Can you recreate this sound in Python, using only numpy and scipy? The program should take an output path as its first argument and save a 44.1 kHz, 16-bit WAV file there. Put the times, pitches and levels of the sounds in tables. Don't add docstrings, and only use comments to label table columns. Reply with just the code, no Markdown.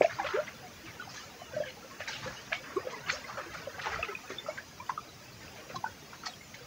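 import sys
import numpy as np
from scipy import signal
from scipy.fft import rfft, irfft, next_fast_len
from scipy.io import wavfile
from scipy.ndimage import uniform_filter1d, map_coordinates

SR = 44100
rng = np.random.default_rng(int(sys.argv[2]) if len(sys.argv) > 2 else 0)


def output_pcm(signal):
    pcm = np.clip(np.atleast_2d(signal).T, -1, 1) * 32767
    wavfile.write(sys.argv[1], SR, np.round(pcm).astype(np.int16))


def ratio_of_db(decibels):
    return 10 ** (np.asarray(decibels, float) / 20)


N = 293706

# freq_hz, density_db (per Hz)
HISS_SPECTRUM = [(120, -11), (200, 5.5), (316, -1), (379, -4.5), (979, -6.5), (1260, -6.5), (2000, -9),
                 (2770, -7.5), (4710, -21.5), (5060, -36), (5350, -12.5), (6540, -19.5), (9080, -22),
                 (13600, -22.5), (15700, -11)]
# pitch_hz, level_db (sine amplitude, before it wavers)
WHINE_TONES = [(3531, -78), (4936, -64), (5606, -80), (5668, -69.5), (6337, -66), (7008, -80), (7068, -71),
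               (9872, -84)]
# freq_hz, density_db (per Hz)
RUMBLE_SPECTRUM = [(53, -38), (90, 3.5), (129, 8), (269, -7.5), (320, -4), (420, -28), (700, -120)]
# freq_hz, density_db (per Hz)
BUFFET_SPECTRUM = [(12, -45), (20, -27), (32, -20), (64, -7), (90, -4), (120, -48), (200, -120)]
# peak_s, rumble_db, buffet_db (added to the calm air), fall_s (to 1/e)
WIND_PUFFS = [(0, -44, -80, 0.018), (.22, -65, -63, 0.066), (.89, -53, -58, 0.024),
              (1.59, -51.5, -74, 0.063), (2.28, -48, -61, 0.032), (3.13, -53.5, -56, 0.041),
              (3.96, -54, -46.5, 0.058), (5.79, -46.5, -67, 0.014)]
# freq_hz, density_db (per Hz)
SPRAY_SPECTRUM = [(2200, -1), (3400, -8), (4300, -4), (5400, -0.5), (6500, -0.5), (7600, -16), (9500, -35)]
# time_s, unrest_db
UNREST = [(0, 16), (.15, -4.5), (.22, 10.5), (.46, -1.5), (1.09, -1), (1.35, -3.5), (1.59, 2.5), (1.74, -8),
          (1.98, 2.5), (2.35, 0), (2.56, -2), (2.93, 5), (3.11, 2), (4.01, 5.5), (4.32, 0.5), (4.49, -2.5),
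          (5.14, -5), (5.57, -2.5), (6.66, -5)]
# peak_s, level_db (peak), pitch_hz (at the peak), t60_s (at least 0.004), glide_per_s (share of the pitch)
AIR_POCKETS = [(0.0125, -5, 563, 0.0052, 10.5), (0.0202, -16, 2310, 0.005, -3.5),
               (.047, -33, 2670, .02, -3), (.0495, -14, 663, 0.049, 1.5), (0.0607, -29, 2280, .006, 8),
               (0.0994, -35, 1690, 0.02, 5.5), (.112, -34, 1513, 0.018, -2), (.133, -37, 1450, 0.025, 1),
               (0.1902, -28.5, 1000, 0.032, -5), (.2003, -25, 820, 0.055, -5.5), (.202, -27, 1640, .01, 10),
               (.216, -39, 2110, .04, -3), (0.246, -30, 2776, 0.0055, -9), (.2487, -28.5, 543, 0.048, 11),
               (0.252, -32, 1420, 0.034, -1), (.266, -33, 1410, 0.023, -2), (.268, -33.5, 601, 0.018, 0),
               (0.2913, -30, 1360, 0.026, -8), (0.308, -31.5, 1400, 0.018, 2),
               (0.326, -32, 1480, 0.015, -9), (.347, -27, 397, 0.35, 10), (.361, -39, 1630, .015, 0),
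               (.374, -30, 580, 0.065, 6.5), (.392, -31.5, 604, 0.11, 5.5), (0.391, -32, 1400, 0.029, -1.5),
               (0.482, -34, 2000, 0.032, 20.5), (.64, -44.5, 750, 0.17, -2), (.877, -43, 2330, 0.15, -3.5),
               (1.001, -34, 1443, 0.048, 3), (1.024, -35.5, 1230, 0.02, -2),
               (1.0776, -37.5, 780, 0.025, -0.5), (1.095, -45, 5060, 0.045, 4),
               (1.18, -42.5, 1714, 0.078, 3.5), (1.4206, -36, 696, 0.023, -0.5),
               (1.544, -41, 1550, 0.05, -0.5), (1.57, -27, 624, 0.056, -4), (1.6059, -22, 583, 0.037, 12.5),
               (1.624, -29, 600, 0.016, 3), (1.639, -35.5, 1704, 0.036, -8), (1.667, -42, 519, 0.16, -0.5),
               (1.686, -39, 2190, .03, 1), (1.689, -39.5, 2960, 0.024, 0), (1.775, -46.5, 810, 0.074, 2),
               (2.0068, -31.5, 613, 0.013, -9.5), (2.078, -25.5, 2110, 0.0062, 15.5),
               (2.083, -31, 1630, 0.01, 3), (2.098, -37, 1810, 0.012, -2), (2.0943, -37, 863, 0.018, -1.5),
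               (2.266, -34, 499, 0.074, 8), (2.281, -38, 1696, 0.042, -1), (2.37, -44.5, 2860, 0.17, 2.5),
               (2.52, -32.5, 680, 0.016, 4.5), (2.526, -25.5, 1680, 0.022, 4.5),
               (2.5296, -19.5, 2364, 0.0096, 2), (2.5306, -34.5, 658, 0.094, 4.5),
               (2.545, -35, 2350, 0.059, 35), (2.555, -37.5, 2220, .14, 0.5), (2.709, -44, 1120, 0.066, 0),
               (2.7704, -25.5, 369.5, 0.074, 17), (2.77, -30, 1130, 0.042, -6.5),
               (2.857, -38.5, 502.5, 0.28, -1), (2.8729, -26, 523.3, 0.019, -5),
               (2.936, -38.5, 1023, 0.066, 8.5), (2.945, -36, 2040, 0.027, -3.5),
               (3.095, -30, 1830, 0.019, 1.5), (3.1015, -24, 4370, 0.0059, -1.5),
               (3.099, -25.5, 1400, 0.016, 20.5), (3.1022, -24, 2347, 0.011, -9.5),
               (3.1335, -36.5, 520, 0.1, 13), (3.2454, -40, 2024, 0.049, 6),
               (3.3016, -35, 1180, 0.059, -0.4), (3.3738, -32, 1340, 0.016, 12),
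               (3.382, -37.5, 567, 0.08, -6), (3.552, -37.5, 1440, 0.051, -0.5),
               (3.6756, -30, 560, 0.029, -5), (3.7861, -37.5, 750, 0.03, 1.5),
               (3.8378, -33, 1850, 0.018, 0), (3.859, -32.5, 1100, 0.022, -4),
               (3.859, -35, 2080, 0.018, 0.5), (3.8707, -25.5, 880, 0.029, -7.5),
               (3.873, -38, 1496, 0.052, -2.5), (3.9204, -34, 790, .021, 1.5),
               (3.944, -31.5, 1975, .028, -3), (3.945, -27, 1300, 0.0056, 1),
               (3.9605, -28, 1310, 0.015, -3), (3.997, -30.5, 653, 0.067, 5),
               (4.0317, -30.5, 1270, .025, 0), (4.0296, -24.5, 2643, 0.03, -6),
               (4.087, -38, 1995, 0.044, 4), (4.089, -36.5, 1340, 0.026, 4.5),
               (4.118, -39.5, 1300, .06, -1.5), (4.094, -36.5, 419, 0.085, -4),
               (4.153, -26, 2486, 0.02, -3), (4.305, -30.5, 447, 0.0041, -6),
               (4.3217, -33, 370.6, 0.0071, -1), (4.386, -30, 3522, 0.028, 1),
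               (4.465, -36.5, 1300, 0.026, 5.5), (4.4864, -39, 1282, 0.045, 9),
               (4.4895, -27.5, 617, 0.045, 7), (4.502, -41, 2190, 0.076, 2),
               (4.578, -34, 1920, 0.011, -0.5), (4.586, -35.5, 1583, 0.055, 8.5),
               (4.8052, -36.5, 977, 0.057, 8.5), (4.803, -41.5, 2350, 0.03, -0.5),
               (4.8977, -20, 997, 0.017, 19), (4.979, -26, 1250, 0.022, -11.5),
               (5.481, -40, 2600, 0.0092, 1), (5.703, -35, 525, 0.01, 2), (5.748, -34.5, 745, 0.028, 2),
               (5.76, -42.5, 3970, 0.07, -1), (5.763, -30, 1080, 0.033, -4.5),
               (5.8436, -20.5, 887, 0.017, 5.5), (5.848, -32.5, 1500, 0.022, -0.5),
               (5.864, -30, 1460, 0.033, 6.5), (6.1333, -37, 1408, 0.013, -2.5),
               (6.238, -38, 1350, .03, -2.5), (6.263, -40, 1270, 0.068, 3), (6.267, -35, 1896, 0.032, 0.5),
               (6.2682, -32.5, 840, 0.0085, 0), (6.2737, -25, 4610, 0.0035, 4.5),
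               (6.285, -39, 714, 0.032, 0.5), (6.338, -43, 3220, 0.018, 3), (6.413, -45, 2136, 0.063, 1.5),
               (6.545, -46, 2220, 0.027, -2)]
# slap_s, wash_db (before an 8.5 dB cut), centre_hz,
# spray_db (over the wash), t60_s (at least 0.02)
WAVE_SLAPS = [(0.0208, -36.5, 2350, -3, 0.2), (0.0991, -33.5, 1412, -11.5, 0.35),
              (0.2445, -33, 1414, -31, 0.52), (0.261, -33.5, 2860, -26, 0.22), (.335, -36, 2197, -34, 0.24),
              (0.325, -28, 1300, -44, 0.31), (0.4688, -30.5, 2097, -30, 0.13),
              (0.859, -38, 2120, -30, 0.23), (1.0895, -45, 1160, 0.5, 0.29), (1.14, -40, 1513, -3.5, 0.35),
              (1.542, -45, 1810, -12, .15), (1.658, -38.5, 2130, -35, 0.27),
              (2.0011, -31.5, 1857, -17, 0.21), (2.118, -37, 2714, -21, 0.61),
              (2.0762, -32, 1798, -2, 0.26), (2.223, -37.5, 1370, -10, 0.84),
              (2.518, -30.5, 1816, -29, 0.16), (2.532, -28.5, 2760, -15, 0.15),
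              (2.6394, -39, 1425, -38, 0.54), (2.906, -42, 2060, -3, 0.11), (3.064, -28.5, 1385, -19, 0.14),
              (3.085, -25.5, 1883, -17, 0.13), (3.0993, -30.5, 1686, -3.5, 0.27),
              (3.2816, -32.5, 1080, -22, 0.29), (3.3745, -30.5, 1304, -20, 0.23),
              (3.535, -35.5, 1506, -9.5, 0.25), (3.795, -24, 1600, -30, 0.062),
              (3.814, -35.5, 3290, -28, 0.25), (3.8325, -33, 1655, -22, 0.37),
              (3.853, -30.5, 1148, -16, 0.27), (3.919, -29.5, 1643, -21, 0.27),
              (4.0294, -32.5, 2450, -38, 0.16), (4.0853, -48, 1310, -7, 0.097),
              (4.293, -34.5, 1753, -10, 0.25), (4.464, -34, 1044, -17, 0.27),
              (4.576, -33, 1710, -17, 0.078), (4.894, -23, 1234, -16, 0.06),
              (5.429, -46.5, 2550, -20, 0.35), (5.565, -43, 2570, -31, 0.14), (5.695, -36, 1478, -26, 0.17),
              (5.7575, -28.5, 980, -2.5, 0.05), (6.131, -34, 1257, -25, 0.1), (6.237, -34, 1190, -14, 0.11),
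              (6.2546, -32, 2110, 5, 0.1), (6.542, -37, 2115, -6, 0.083)]
# start_s, level_db (peak)
CREST_SMACKS = [(0.2463, -30), (.2655, -31), (2.5309, -18.5), (3.1017, -25), (3.8697, -28), (3.9445, -38),
                (4.0293, -27)]
# start_s, level_db (before a 6 dB lift), first_hz, last_hz, length_s
BIRD_NOTES = [(.995, -59, 3300, 2950, .06), (1.185, -57, 3200, 2800, .055), (1.39, -60, 3120, 2780, .11),
              (1.6, -59, 3400, 2850, .09)]


def unit(x):
    return x / np.sqrt(np.mean(x ** 2) + 1e-20)


def curves(rows):
    s, *cols = np.transpose(rows)
    return [np.interp(np.arange(N) / SR, s, c) for c in cols]


def wobble(rate):
    knots = rng.standard_normal(int(N * rate / SR) + 4)
    return map_coordinates(knots, [np.arange(N) * rate / SR])


def coloured(x, spectrum):
    m = next_fast_len(N + 8192)
    hz, db = np.transpose(spectrum)
    bins_hz = np.fft.rfftfreq(m, 1 / SR)
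    gain = ratio_of_db(np.interp(np.log(bins_hz + 1), np.log(hz + 1), db, -120, -120))
    return unit(irfft(rfft(x, m) * gain, m)[:N])


def rush(spectrum, patchy_db):
    z = signal.stft(rng.standard_normal(N + 512), nperseg=512)[2]
    field = uniform_filter1d(rng.standard_normal(z.shape), size=2, axis=0)
    field = uniform_filter1d(field, size=9, axis=1)
    noise = signal.istft(z * ratio_of_db(patchy_db * unit(field)), nperseg=512)[1][:N]
    return coloured(noise, spectrum)


def grains(rate, centre_hz, spread, cycles, scatter_db, length, size=N, climb=0):
    count = int(rate * size / SR)
    draw = rng.random((count, 2))
    place, chance = draw[:, :1], draw[:, 1:]
    hz = centre_hz * np.exp(spread * rng.standard_normal((count, 1))) * (1 + climb * place)
    life = np.arange(int(length * SR)) / SR * hz / cycles
    strength = ratio_of_db(np.minimum(-scatter_db * np.log(1 - chance), 18))
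    envelope = strength * np.exp(-3 * life) * (1 - np.exp(-4.5 * life))
    wave = envelope * np.sin(2 * np.pi * cycles * life)
    at = (place * size).astype(int) + np.arange(life.shape[1])
    return unit(np.bincount(at.ravel(), wave.ravel(), size)[:size])


def camera():
    t = np.arange(N) / SR
    tones = np.zeros(N)
    for hz, db in WHINE_TONES:
        strength = ratio_of_db(db + 4 * wobble(16))
        tones += strength * np.sin(2 * np.pi * hz * t + wobble(12) / 2)
    hiss_gain = ratio_of_db(-55.5 + 0.4 * wobble(5.1))
    return hiss_gain * rush(HISS_SPECTRUM, patchy_db=1.8) + tones


def breeze():
    calm_rumble_db, calm_buffet_db, puff_rise_s = -58.5, -65.5, 0.047
    s, rumble_db, buffet_db, fall_s = np.transpose(WIND_PUFFS)[:, :, None]
    late = np.arange(N) / SR - s
    puff = np.exp(-(late / np.where(late < 0, puff_rise_s, fall_s)) ** 2)
    rumble_gain = ratio_of_db(calm_rumble_db) + (ratio_of_db(rumble_db) * puff).sum(axis=0)
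    buffet_gain = ratio_of_db(calm_buffet_db) + (ratio_of_db(buffet_db) * puff).sum(axis=0)
    rumble = rumble_gain * rush(RUMBLE_SPECTRUM, patchy_db=4)
    buffet = buffet_gain * rush(BUFFET_SPECTRUM, patchy_db=0.5)
    lumps = ratio_of_db(1.5 * wobble(9))
    return lumps * (rumble + buffet)


def spray():
    tiny = grains(2800, 5104, 0.43, cycles=12, scatter_db=4, length=0.0065)
    tiny = coloured(tiny, SPRAY_SPECTRUM)
    drops = grains(300, 4600, 0.2, cycles=150, scatter_db=2.5, length=0.04)
    hiss = rush(SPRAY_SPECTRUM, patchy_db=3.5)
    return unit(0.35 * tiny + 0.6 * drops + 0.6 * hiss)


def lapping(fizz):
    unrest_db, = curves(UNREST)
    slosh = grains(250, 622, 0.351, cycles=20.2, scatter_db=3, length=0.048)
    small = grains(650, 1850, 0.33, cycles=45, scatter_db=2.5, length=0.055)
    pockets = ratio_of_db(-55 + 0.83 * unrest_db) * slosh + ratio_of_db(-54.5 + 1.26 * unrest_db) * small
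    surge = ratio_of_db(1.24 * wobble(16))
    return surge * pockets + ratio_of_db(-58 + 0.15 * unrest_db) * fizz


def bubbles():
    out = np.zeros(N + SR)
    lead = SR // 20
    t = np.arange(-lead, SR // 5) / SR
    for s, db, hz, t60, glide in AIR_POCKETS:
        rise = 0.88 / hz + min(0.064 * t60, 0.0063)
        fade_db = -60 * np.abs(t / max(t60, 0.004)) ** 1.186
        swell_db = np.where(t < 0, -9 * (t / rise) ** 2, fade_db)
        swell_db -= 150 * np.maximum(glide * t - 0.55, 0)
        pitch_hz = hz * (1 + np.clip(glide * t, -0.5, 0.8))
        phase = 2 * np.pi * np.cumsum(pitch_hz) / SR + rng.uniform(0, 2 * np.pi)
        out[round(s * SR):][:len(t)] += ratio_of_db(db + swell_db) * np.sin(phase)
    shaken = ratio_of_db(1.1 * wobble(130)) * out[lead:][:N]
    return signal.sosfilt(signal.butter(2, 140, "high", fs=SR, output="sos"), shaken)


def planks(x):
    t = np.arange(SR // 8) / SR
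    tail = uniform_filter1d(rng.standard_normal(len(t)), size=5) * ratio_of_db(-60 * t / 0.13)
    return signal.fftconvolve(np.pad(x, (150, 0)), tail / np.linalg.norm(tail))[:N]


def slaps(fizz):
    rise_s, spray_lag_s = 0.0034, 0.0049
    wash, spray_gain = np.zeros(N + SR), np.zeros(N + SR)
    t = np.arange(SR // 2) / SR
    hz_axis = np.fft.rfftfreq(len(t), 1 / SR) + 1
    for s, db, hz, spray_db, t60 in WAVE_SLAPS:
        drain_db = -60 * (t / max(t60, 0.02)) ** 1.315
        burst = ratio_of_db(db - 8.5 + drain_db) * (1 - np.exp(-t / rise_s)) ** 2
        pockets_db = 4.5 * unit(uniform_filter1d(rng.standard_normal(len(hz_axis)), size=60))
        colour = ratio_of_db(pockets_db - 10.7 * np.log2(hz_axis / hz) ** 2)
        froth = unit(irfft(rfft(rng.standard_normal(len(t))) * colour, len(t)))
        swarm = grains(900, hz, 0.25, cycles=45, scatter_db=1.5, length=0.029, size=len(t), climb=0.73)
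        start = round(max(s - 0.006, 0) * SR)
        wash[start:][:len(t)] += burst * unit(froth + ratio_of_db(1.5) * swarm)
        spray_start = start + round(spray_lag_s * SR)
        spray_gain[spray_start:][:len(t)] += burst * ratio_of_db(spray_db)
    lumps = ratio_of_db(2 * wobble(110) + 1.2 * wobble(350))
    return lumps * wash[:N] + ratio_of_db(1.2 * wobble(90)) * spray_gain[:N] * fizz


def smacks():
    s, db = np.transpose(CREST_SMACKS)
    band = signal.butter(5, [880, 3300], "band", fs=SR, output="sos")
    top = np.abs(signal.sosfilt(band, signal.unit_impulse(512))).max()
    pushes = np.bincount((s * SR).astype(int), -ratio_of_db(db) / top, N)
    return signal.sosfilt(band, pushes)


def bird():
    s, db, first_hz, last_hz, length = np.transpose(BIRD_NOTES)[:, :, None]
    t = np.clip(np.arange(N) / SR - s, 0, length)
    cycles = first_hz * t - (first_hz - last_hz) / length * t ** 2 / 2
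    phase = 2 * np.pi * cycles + 1.4 * wobble(110)
    strength = ratio_of_db(db + 6 + 1.6 * wobble(60))
    envelope = np.sqrt(np.abs(np.sin(np.pi * t / length))) * (t < length)
    return (strength * envelope * np.sin(phase)).sum(axis=0)


def scene():
    fizz = spray()
    near = bubbles() + smacks()
    echo = ratio_of_db(-15.5) * planks(near)
    water = near + echo + slaps(fizz) + lapping(fizz)
    return (water + bird() + breeze() + camera())[None]


def low_pass(x):
    return signal.sosfilt(signal.butter(12, 16560, fs=SR, output="sos"), x)


def record(dry):
    return low_pass(dry)


dry = scene()
out = record(dry)
output_pcm(out)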